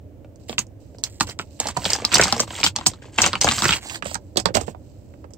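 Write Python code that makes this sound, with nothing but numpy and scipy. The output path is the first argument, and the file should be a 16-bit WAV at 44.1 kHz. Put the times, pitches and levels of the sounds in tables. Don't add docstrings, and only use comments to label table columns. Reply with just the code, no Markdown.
import sys
import numpy as np
from scipy import signal
from scipy.fft import rfft, irfft
from scipy.io import wavfile
from scipy.ndimage import uniform_filter1d

SR = 44100
rng = np.random.default_rng(int(sys.argv[2]) if len(sys.argv) > 2 else 0)


def wav_record(signal):
    frames = np.transpose(np.atleast_2d(signal))
    bounded = np.clip(frames, -1, 1)
    quanta = np.round(bounded * 32767).astype(np.int16)
    wavfile.write(sys.argv[1], SR, quanta)


N = 236960

# (time [s], snap level [dB], snap pitch [Hz], pop level [dB], pop pitch [Hz])
BUCKLES = [(0.246, -52, 2680, -42.5, 530), (0.3586, -51.5, 7800, -52, 570), (0.4949, -25, 2870, -23, 410),
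           (0.5276, -33, 2600, -33.5, 660), (0.5818, -11, 2960, -26.5, 1240),
           (0.5855, -19, 6900, -27, 1370), (0.591, -13, 7600, -28.5, 1400), (0.6678, -50, 7000, -49, 400),
           (0.947, -56, 1700, -41, 590), (0.9845, -40.5, 5000, -42, 550), (1.0379, -11.5, 5000, -38.5, 970),
           (1.2002, -25, 5300, -36, 1060), (1.2078, -9.5, 4900, -12, 1190), (1.271, -37, 4300, -40, 577),
           (1.2889, -33, 5300, -33.5, 550), (1.2967, -27.5, 4900, -39, 1070),
           (1.3898, -25, 3800, -33, 1080), (1.395, -24.5, 2400, -24, 1060), (1.601, -12, 5600, -25, 603),
           (1.6552, -46, 2500, -24.5, 715), (1.6704, -19, 5200, -30, 810), (1.686, -23, 5900, -28.5, 1210),
           (1.7665, -35, 6700, -19.5, 810), (1.7711, -20.5, 5900, -18, 810), (1.8434, -23, 5200, -28, 740),
           (1.853, -13, 3700, -24, 1230), (1.8601, -20, 2900, -20.5, 606), (1.9035, -12, 5000, -32, 890),
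           (1.9329, -7.5, 5300, -31, 556), (1.962, -21, 4900, -35.5, 530), (1.9994, -40, 1700, -33.5, 970),
           (2.0203, -32, 2200, -27.5, 550), (2.045, -25, 2100, -23.5, 1030),
           (2.0498, -5, 4800, -32.5, 1230), (2.1178, -21, 2900, -25, 1400),
           (2.1282, -20.5, 5700, -25, 1170), (2.136, -13.5, 2300, -23.5, 1250),
           (2.1419, -7.5, 5900, -31.5, 1280), (2.145, -2, 4700, -23.5, 840), (2.1545, -3, 4800, -15.5, 860),
           (2.1686, -12.5, 2400, -22, 840), (2.1776, -28, 1900, -27.5, 690),
           (2.1827, -11, 7000, -19.5, 1400), (2.1954, -7.5, 1700, -11, 620),
           (2.2004, -22.5, 1900, -16.5, 840), (2.2134, -7, 5000, -20, 1230),
           (2.2243, -11.5, 2200, -22.5, 1400), (2.2361, -9.5, 4900, -25, 1400),
           (2.2411, -13, 4700, -26, 740), (2.2545, -34, 4700, -20, 860), (2.2708, -23, 5300, -27.5, 760),
           (2.2812, -21, 4200, -25.5, 1000), (2.3249, -6.5, 4500, -15.5, 890),
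           (2.3648, -25.5, 5200, -23.5, 580), (2.3801, -26, 5400, -32, 380), (2.3967, -17, 5000, -20, 1090),
           (2.4024, -6.5, 6200, -18, 537), (2.4313, -34, 3200, -30, 880), (2.4773, -40, 4100, -34, 740),
           (2.5059, -29, 2700, -31.5, 830), (2.5532, -27.5, 2900, -45, 378),
           (2.6021, -24, 3800, -32.5, 745), (2.6319, -10.5, 3000, -23, 1100),
           (2.6395, -4, 4300, -19.5, 1070), (2.664, -6.5, 3000, -19.5, 1080),
           (2.6717, -18.5, 2800, -26, 1300), (2.7623, -12.5, 4900, -27.5, 1000),
           (2.7864, -26, 3800, -26.5, 790), (2.811, -33, 3100, -30.5, 1140),
           (2.8635, -4, 4800, -18.5, 1050), (2.8682, -7, 7800, -27, 970), (2.916, -37.5, 3700, -38.5, 510),
           (2.9353, -38, 3800, -40, 950), (3.0205, -44, 2700, -40, 480), (3.055, -44.5, 2500, -39.5, 380),
           (3.1854, -8, 2600, -14.5, 970), (3.2182, -3, 5600, -21.5, 980), (3.2348, -17.5, 2600, -23, 1120),
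           (3.2407, -9, 2600, -27, 1080), (3.2443, -15, 3300, -18.5, 950),
           (3.2622, -8.5, 5400, -14.5, 1110), (3.3317, -16, 3200, -22.5, 1090),
           (3.3364, -27.5, 1720, -19.5, 1130), (3.3541, -16, 2700, -23, 920),
           (3.4134, -5, 5200, -26.5, 800), (3.4443, -10, 5300, -9.5, 590), (3.4706, -18, 1800, -21.5, 1050),
           (3.477, -14, 1700, -16, 1050), (3.4881, -6, 2800, -17, 1220), (3.512, -15, 2700, -24.5, 1230),
           (3.5204, -15.5, 5000, -22, 1230), (3.5814, -20.5, 4000, -23.5, 1210),
           (3.5888, -19, 5200, -29.5, 1320), (3.621, -12, 4500, -17.5, 1190),
           (3.6358, -33, 1700, -19.5, 1400), (3.6427, -16.5, 5600, -19, 1350),
           (3.6504, -23.5, 1900, -27, 1400), (3.6538, -16, 5600, -11, 1410),
           (3.6825, -16, 5300, -27.5, 1250), (3.6911, -10.5, 2900, -16.5, 1400),
           (3.7077, -11, 2700, -20.5, 1420), (3.7219, -13.5, 2900, -23, 1420),
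           (3.7282, -10.5, 2800, -27.5, 1140), (3.7355, -13.5, 2800, -27, 1380),
           (3.8974, -27, 2700, -57, 1370), (3.9571, -26.5, 4700, -33, 1430),
           (4.0239, -25.5, 2100, -23.5, 1370), (4.0576, -30, 2900, -23.5, 620),
           (4.1128, -33, 4400, -31, 750), (4.1442, -20, 7600, -32, 1400),
           (4.1538, -23.5, 5400, -23.5, 1135), (4.3586, -35.5, 4000, -24, 410),
           (4.3709, -7, 4400, -21, 550), (4.3771, -31, 5000, -17, 442), (4.3993, -21, 5400, -32, 750),
           (4.4566, -8.5, 4170, -11, 830), (4.4874, -33, 1700, -24.5, 460), (4.5042, -49, 1700, -27, 466),
           (4.542, -29, 4530, -28, 380), (4.552, -14.5, 4660, -12, 573), (4.569, -21, 4750, -9.5, 730),
           (4.612, -26.5, 7300, -24.5, 500), (4.6796, -36, 1700, -21, 540), (4.7474, -53, 1700, -33, 625),
           (5.138, -51, 1700, -43, 580), (5.2421, -48.5, 1710, -37.5, 610), (5.3064, -56.5, 7800, -48, 583),
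           (5.3361, -40, 7170, -44, 380)]
# (start [s], length [s], level [dB], change to the end [dB], brightness [dB])
CRUMPLES = [(0.478, .06, -41, -6.5, 4.5), (0.574, 0.044, -36, -6, 3.5), (1.029, 0.048, -37, -12, 4),
            (1.087, 0.14, -61.5, -5.5, 12), (1.197, 0.035, -32.5, -5, 7), (1.259, 0.058, -45.5, 2, 4.5),
            (1.383, 0.035, -36.5, -7, -1), (1.588, 0.12, -37, -1, -1), (1.737, 0.1, -52.5, 15, 3),
            (1.847, 0.11, -33.5, 2.2, -0.5), (1.976, 0.063, -37.5, -12, -4.5), (2.055, 0.076, -42.5, 0, -1),
            (2.114, .1, -28, -0.5, 1), (2.215, 0.19, -26.5, -14, -3.5), (2.384, 0.052, -40.5, 1.5, 7.5),
            (2.464, 0.15, -47, 13.5, -1.5), (2.634, 0.044, -25, -3.5, 5.5), (2.75, 0.092, -41, -11.5, -3.7),
            (2.853, 0.051, -31, -17.5, 10.5), (2.904, 0.12, -55.5, -14, -5.5), (3.016, 0.086, -52, -7, -4),
            (3.112, 0.051, -57.5, 11, -2), (3.173, 0.11, -24.5, -1.1, -0.9), (3.299, 0.09, -44, -5, 0.5),
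            (3.404, 0.22, -27, -5.5, 4.5), (3.621, .15, -26.5, -4.5, 3), (3.804, 0.14, -45.5, 7, 1.8),
            (3.935, 0.039, -36, -8.5, 1.5), (4.036, .03, -40.5, -4, -3), (4.056, 0.087, -41, -3.5, 4),
            (4.361, 0.035, -39.5, 1.5, -6), (4.45, 0.025, -36.5, -9, -20), (4.538, 0.033, -25.5, -2, 0),
            (4.592, 0.053, -44, -10, 0), (4.658, 0.051, -50.5, -3, 2.5)]
# (time [s], left minus right [dB])
HANDS = [(0, -1.5), (1.4, -3), (1.9, 0.1), (3.5, 1.8), (3.75, -1), (3.9, -6.5), (4.15, -9), (4.45, -11.5),
         (4.7, -12), (5.37, -9.5)]
LAG_PER_DB = 4e-5


def gain_of(db):
    return 10 ** (np.asarray(db) / 20)


def evened(x):
    return x / np.sqrt(np.mean(x ** 2) + 1e-20)


def read(points, hz):
    f, value = np.transpose(points)
    return np.interp(np.log(hz + 1), np.log(f + 1), value)


def stroke(start, length, level_db, change_db):
    attack_s, release_db_per_s = 0.011, 902.5
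    t = np.arange(N) / SR - start
    course_db = level_db + change_db * np.clip(t / length, 0, 1)
    course_db -= release_db_per_s * np.maximum(t - length, 0)
    return np.clip(t / attack_s, 0, 1) ** 2 * gain_of(course_db)


def add(mix, s, pan_db, sound):
    for channel, side in zip(mix, (1, -1)):
        lag_s = max(-side * pan_db, 0) * LAG_PER_DB
        part = channel[round((s + lag_s) * SR):][:len(sound)]
        gain = np.sqrt(2 / (1 + gain_of(-2 * side * pan_db)))
        part += gain * sound[:len(part)]


def burst(noise, hz, octaves, t60, rise):
    t, f = np.arange(len(noise)) / SR, np.fft.rfftfreq(len(noise), 1 / SR)
    puff = noise * gain_of(-60 * t / t60) * np.minimum(t / rise, 1)
    resonance = 1 / (1 + 1j * (f / hz - hz / (f + 1)) / octaves)
    ringing = irfft(rfft(puff) * resonance ** 2, len(noise))
    return ringing / np.sqrt(uniform_filter1d(ringing ** 2, size=90).max())


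def grains(lo_hz, hi_hz, per_s, spread_db, t60, count=9):
    struck = rng.random(N) < per_s / SR
    size = gain_of(spread_db * np.minimum(rng.exponential(1, N), 4)) * struck
    kind, noise = rng.integers(0, count, N), rng.standard_normal((count, 512))
    pitches = np.geomspace(lo_hz, hi_hz, count)
    shapes = [burst(n, hz, octaves=1.0, t60=t60, rise=0.000077) for n, hz in zip(noise, pitches)]
    return evened(sum(signal.oaconvolve(size * (kind == k), shape)[:N] for k, shape in enumerate(shapes)))


def hiss(colour, size):
    likeness = [(60, 0.82), (240, 0.86), (950, 0.37), (3770, 0.053), (15000, 0.04)]
    tilt = [(60, -4), (240, -2.5), (950, -3.5), (3770, 0), (15000, -4.5)]
    frames, hz = 4 * N // size + 5, np.fft.rfftfreq(size, 1 / SR)
    a, b, c, d = rng.standard_normal((frames, len(hz), 4)).T
    same = np.clip(read(likeness, hz), -1, 1)[:, None]
    lean = gain_of(read(tilt, hz) / 2)[:, None]
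    left, other = a + 1j * b, c + 1j * d
    right = same * left + np.sqrt(1 - same ** 2) * other
    spectra = np.array([left * lean, right / lean]) * gain_of(read(colour, hz))[:, None]
    return evened(signal.istft(spectra, nperseg=size, noverlap=3 * size // 4)[1][:, :N])


def room_air():
    air_colour = [(88, -34.5), (150, -1.5), (314, -3), (430, -8.5), (560, -4.5), (728, -16), (900, -22),
                  (1200, -32), (3000, -36), (5000, -60)]
    return gain_of(-50.5) * hiss(air_colour, size=1024)


def rumble():
    # (frequency [Hz], relative level [dB per Hz])
    rumble_colour = [(18, -38.5), (30, -8), (65, -3.5), (118, -2), (135, -15), (189, -31.5), (300, -11),
                     (390, -40.5), (660, -120)]
    rest_db, stir_db, jolt_db = -43.5, -9, -16
    jolt_rise_s, jolt_t60 = 0.025, 0.31
    jolts, t = np.zeros(N), np.arange(SR // 2) / SR
    for s, _, _, pop_db, _ in BUCKLES:
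        jolts[round(s * SR)] += gain_of(2 * (pop_db + jolt_db))
    jolt_shape = np.minimum(t / jolt_rise_s, 1) * gain_of(-2 * 60 * t / jolt_t60)
    jolts = signal.oaconvolve(jolts, jolt_shape)[:N]
    stir = gain_of(stir_db) * sum(stroke(*row[:-1]) for row in CRUMPLES)
    level = np.sqrt(abs(gain_of(2 * rest_db) + stir ** 2 + jolts))
    return level * hiss(rumble_colour, size=2048)


def slides():
    # (start [s], length [s], level [dB], change to the end [dB])
    finger_slides = [(0.389, 0.12, -61, -4.5), (0.792, 0.15, -61.5, -10), (.94, 0.027, -54, -11),
                     (1.43, 0.068, -58.5, -7), (1.498, 0.16, -57.5, -1), (4.168, 0.18, -67.5, -1),
                     (4.753, 0.15, -73, 10), (4.903, 0.35, -66, -4)]
    level = sum(stroke(*row) for row in finger_slides)
    whisper = [grains(3800, 13300, per_s=1700, spread_db=1.5, t60=0.0035, count=4) for _ in range(2)]
    balance = gain_of([[-1.5], [1.5]])
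    return uniform_filter1d(level, size=400) * balance * whisper


def rustle():
    fizz_db, hollow_db = -3.5, -4.5
    at = np.arange(N)
    level = [stroke(*row[:-1]) for row in CRUMPLES]
    bright_db = np.transpose(CRUMPLES)[-1][:, None]
    crackle = grains(1700, 6800, per_s=1500, spread_db=4.0, t60=0.0062)
    fizz = grains(6000, 12000, per_s=2600, spread_db=3.2, t60=.005)
    hollow = grains(450, 1500, per_s=450, spread_db=5.0, t60=0.017)
    film = np.sum(level, axis=0) * crackle
    film += np.sum(gain_of(fizz_db + bright_db) * level, axis=0) * fizz
    film += np.sum(gain_of(hollow_db - bright_db) * level, axis=0) * hollow
    pan_db = 0.71 * np.interp(at / SR, *np.transpose(HANDS))
    sides = []
    for side in (1, -1):
        lag = np.maximum(-side * pan_db, 0) * LAG_PER_DB * SR
        sides.append(gain_of(side * pan_db / 2) * np.interp(at - lag, at, film))
    return np.array(sides)


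def buckles():
    edge_base_db, edge_db_per_octave, edge_full_hz = -5.5, 14, 7600
    shudder_s, shudder_spread = 0.026, 0.57
    scatter_db = 2.5
    out, chance = np.zeros((2, N)), rng.standard_normal((len(BUCKLES), 6, 1536))
    for (s, snap_db, snap_hz, pop_db, pop_hz), noise in zip(BUCKLES, chance):
        t60 = shudder_s * np.exp(shudder_spread * noise[-1, 0])
        pan_db = np.interp(s, *np.transpose(HANDS)) + scatter_db * noise[-1, 1]
        edge_db = edge_base_db + edge_db_per_octave * np.log2(snap_hz / edge_full_hz)
        hz = min(snap_hz, 6000)
        snap = burst(noise[0], hz, octaves=.55, t60=.004, rise=.0001)
        shudder = gain_of(-10.5) * burst(noise[4], hz, octaves=1.0, t60=t60, rise=0.0022)
        edge = gain_of(edge_db) * burst(noise[1], 8000, octaves=0.9, t60=t60, rise=0.00025)
        pop = burst(noise[2], pop_hz, octaves=0.75, t60=0.022, rise=0.00085)
        push = gain_of(-9) * burst(noise[3], 190, octaves=1.17, t60=.045, rise=0.0036)
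        crease = gain_of(snap_db) * (snap + shudder + edge)
        wall = gain_of(pop_db) * (pop + push)
        add(out, s, pan_db, crease + wall)
    return out


def reflections(x):
    nearby = [(200, 0.082), (700, 0.088), (2000, 0.054), (5000, 0.069), (12000, 0.054)]
    # (frequency [Hz], left-right likeness [0-1])
    echo_likeness = [(100, 0.68), (600, 1), (1300, 0.092), (4000, .03)]
    turn, out = np.pi * 5.3 * np.arange(N) / SR, np.zeros((2, N))
    heard = .85 * x + .3 * x[::-1]
    for k in range(3):
        taps = np.zeros((3, 6000))
        at = np.arange(40, 5980, 12) + rng.integers(0, 12, (3, 495))
        np.put_along_axis(taps, at, rng.choice([-1., 1.], at.shape), 1)
        hz, t, z = signal.stft(taps, SR, nperseg=128)
        same = np.clip(read(echo_likeness, hz), 0, 1)[:, None]
        z = np.sqrt(same) * z[2] + np.sqrt(1 - same) * z[:2]
        decay = gain_of(-60 * (t / read(nearby, hz)[:, None]) ** 1.41)
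        tail = signal.istft(z * decay, SR, nperseg=128)[1]
        share = np.sqrt(2 / 3) * np.cos(turn + k * np.pi / 3)
        out += signal.oaconvolve(heard * share, tail / np.linalg.norm(tail[0]), axes=1)[:, :N]
    return out


def scene():
    room = rumble() + room_air()
    package = rustle() + buckles()
    echo_db = -9
    return room + slides() + package + gain_of(echo_db) * reflections(package)


def record(dry):
    # (frequency [Hz], left [dB], right [dB])
    response = [(19.26, -20, -25), (44.7, -5.5, -6.5), (80.3, 0.5, -0.5), (1290, -0.5, 2), (2400, 1, 1),
                (7020, 0, 2), (7600, -0.5, 9.5), (8964, -13.5, -1.5), (10940, -27.5, -24.5),
                (12000, -10, -9.5), (14540, -16.5, -4)]
    # (frequency [Hz], relative level [dB per Hz])
    self_noise = [(500, -0.5), (1000, 3), (2500, -2), (8000, -1.5), (10500, -10.5), (14000, -2)]
    hz, (f, *sides_db) = abs(np.fft.fftfreq(8192, 1 / SR)), np.transpose(response)
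    log_gain = np.log(gain_of([read(np.transpose([f, db]), hz) for db in sides_db]))
    causal = np.exp(log_gain - 1j * signal.hilbert(log_gain).imag)
    taps = np.fft.ifft(causal).real[:, :4096]
    coloured = signal.oaconvolve(dry, taps, axes=1)[:, :N]
    coloured += gain_of(-69) * hiss(self_noise, size=1024)
    held = np.clip(1.16 * np.tanh(coloured / 1.14), -.97, .97)
    low_pass = signal.firwin(511, 15800, window=("kaiser", 9), fs=SR)
    return signal.oaconvolve(held, low_pass[None], "same")


dry = scene()
out = record(dry)
wav_record(out)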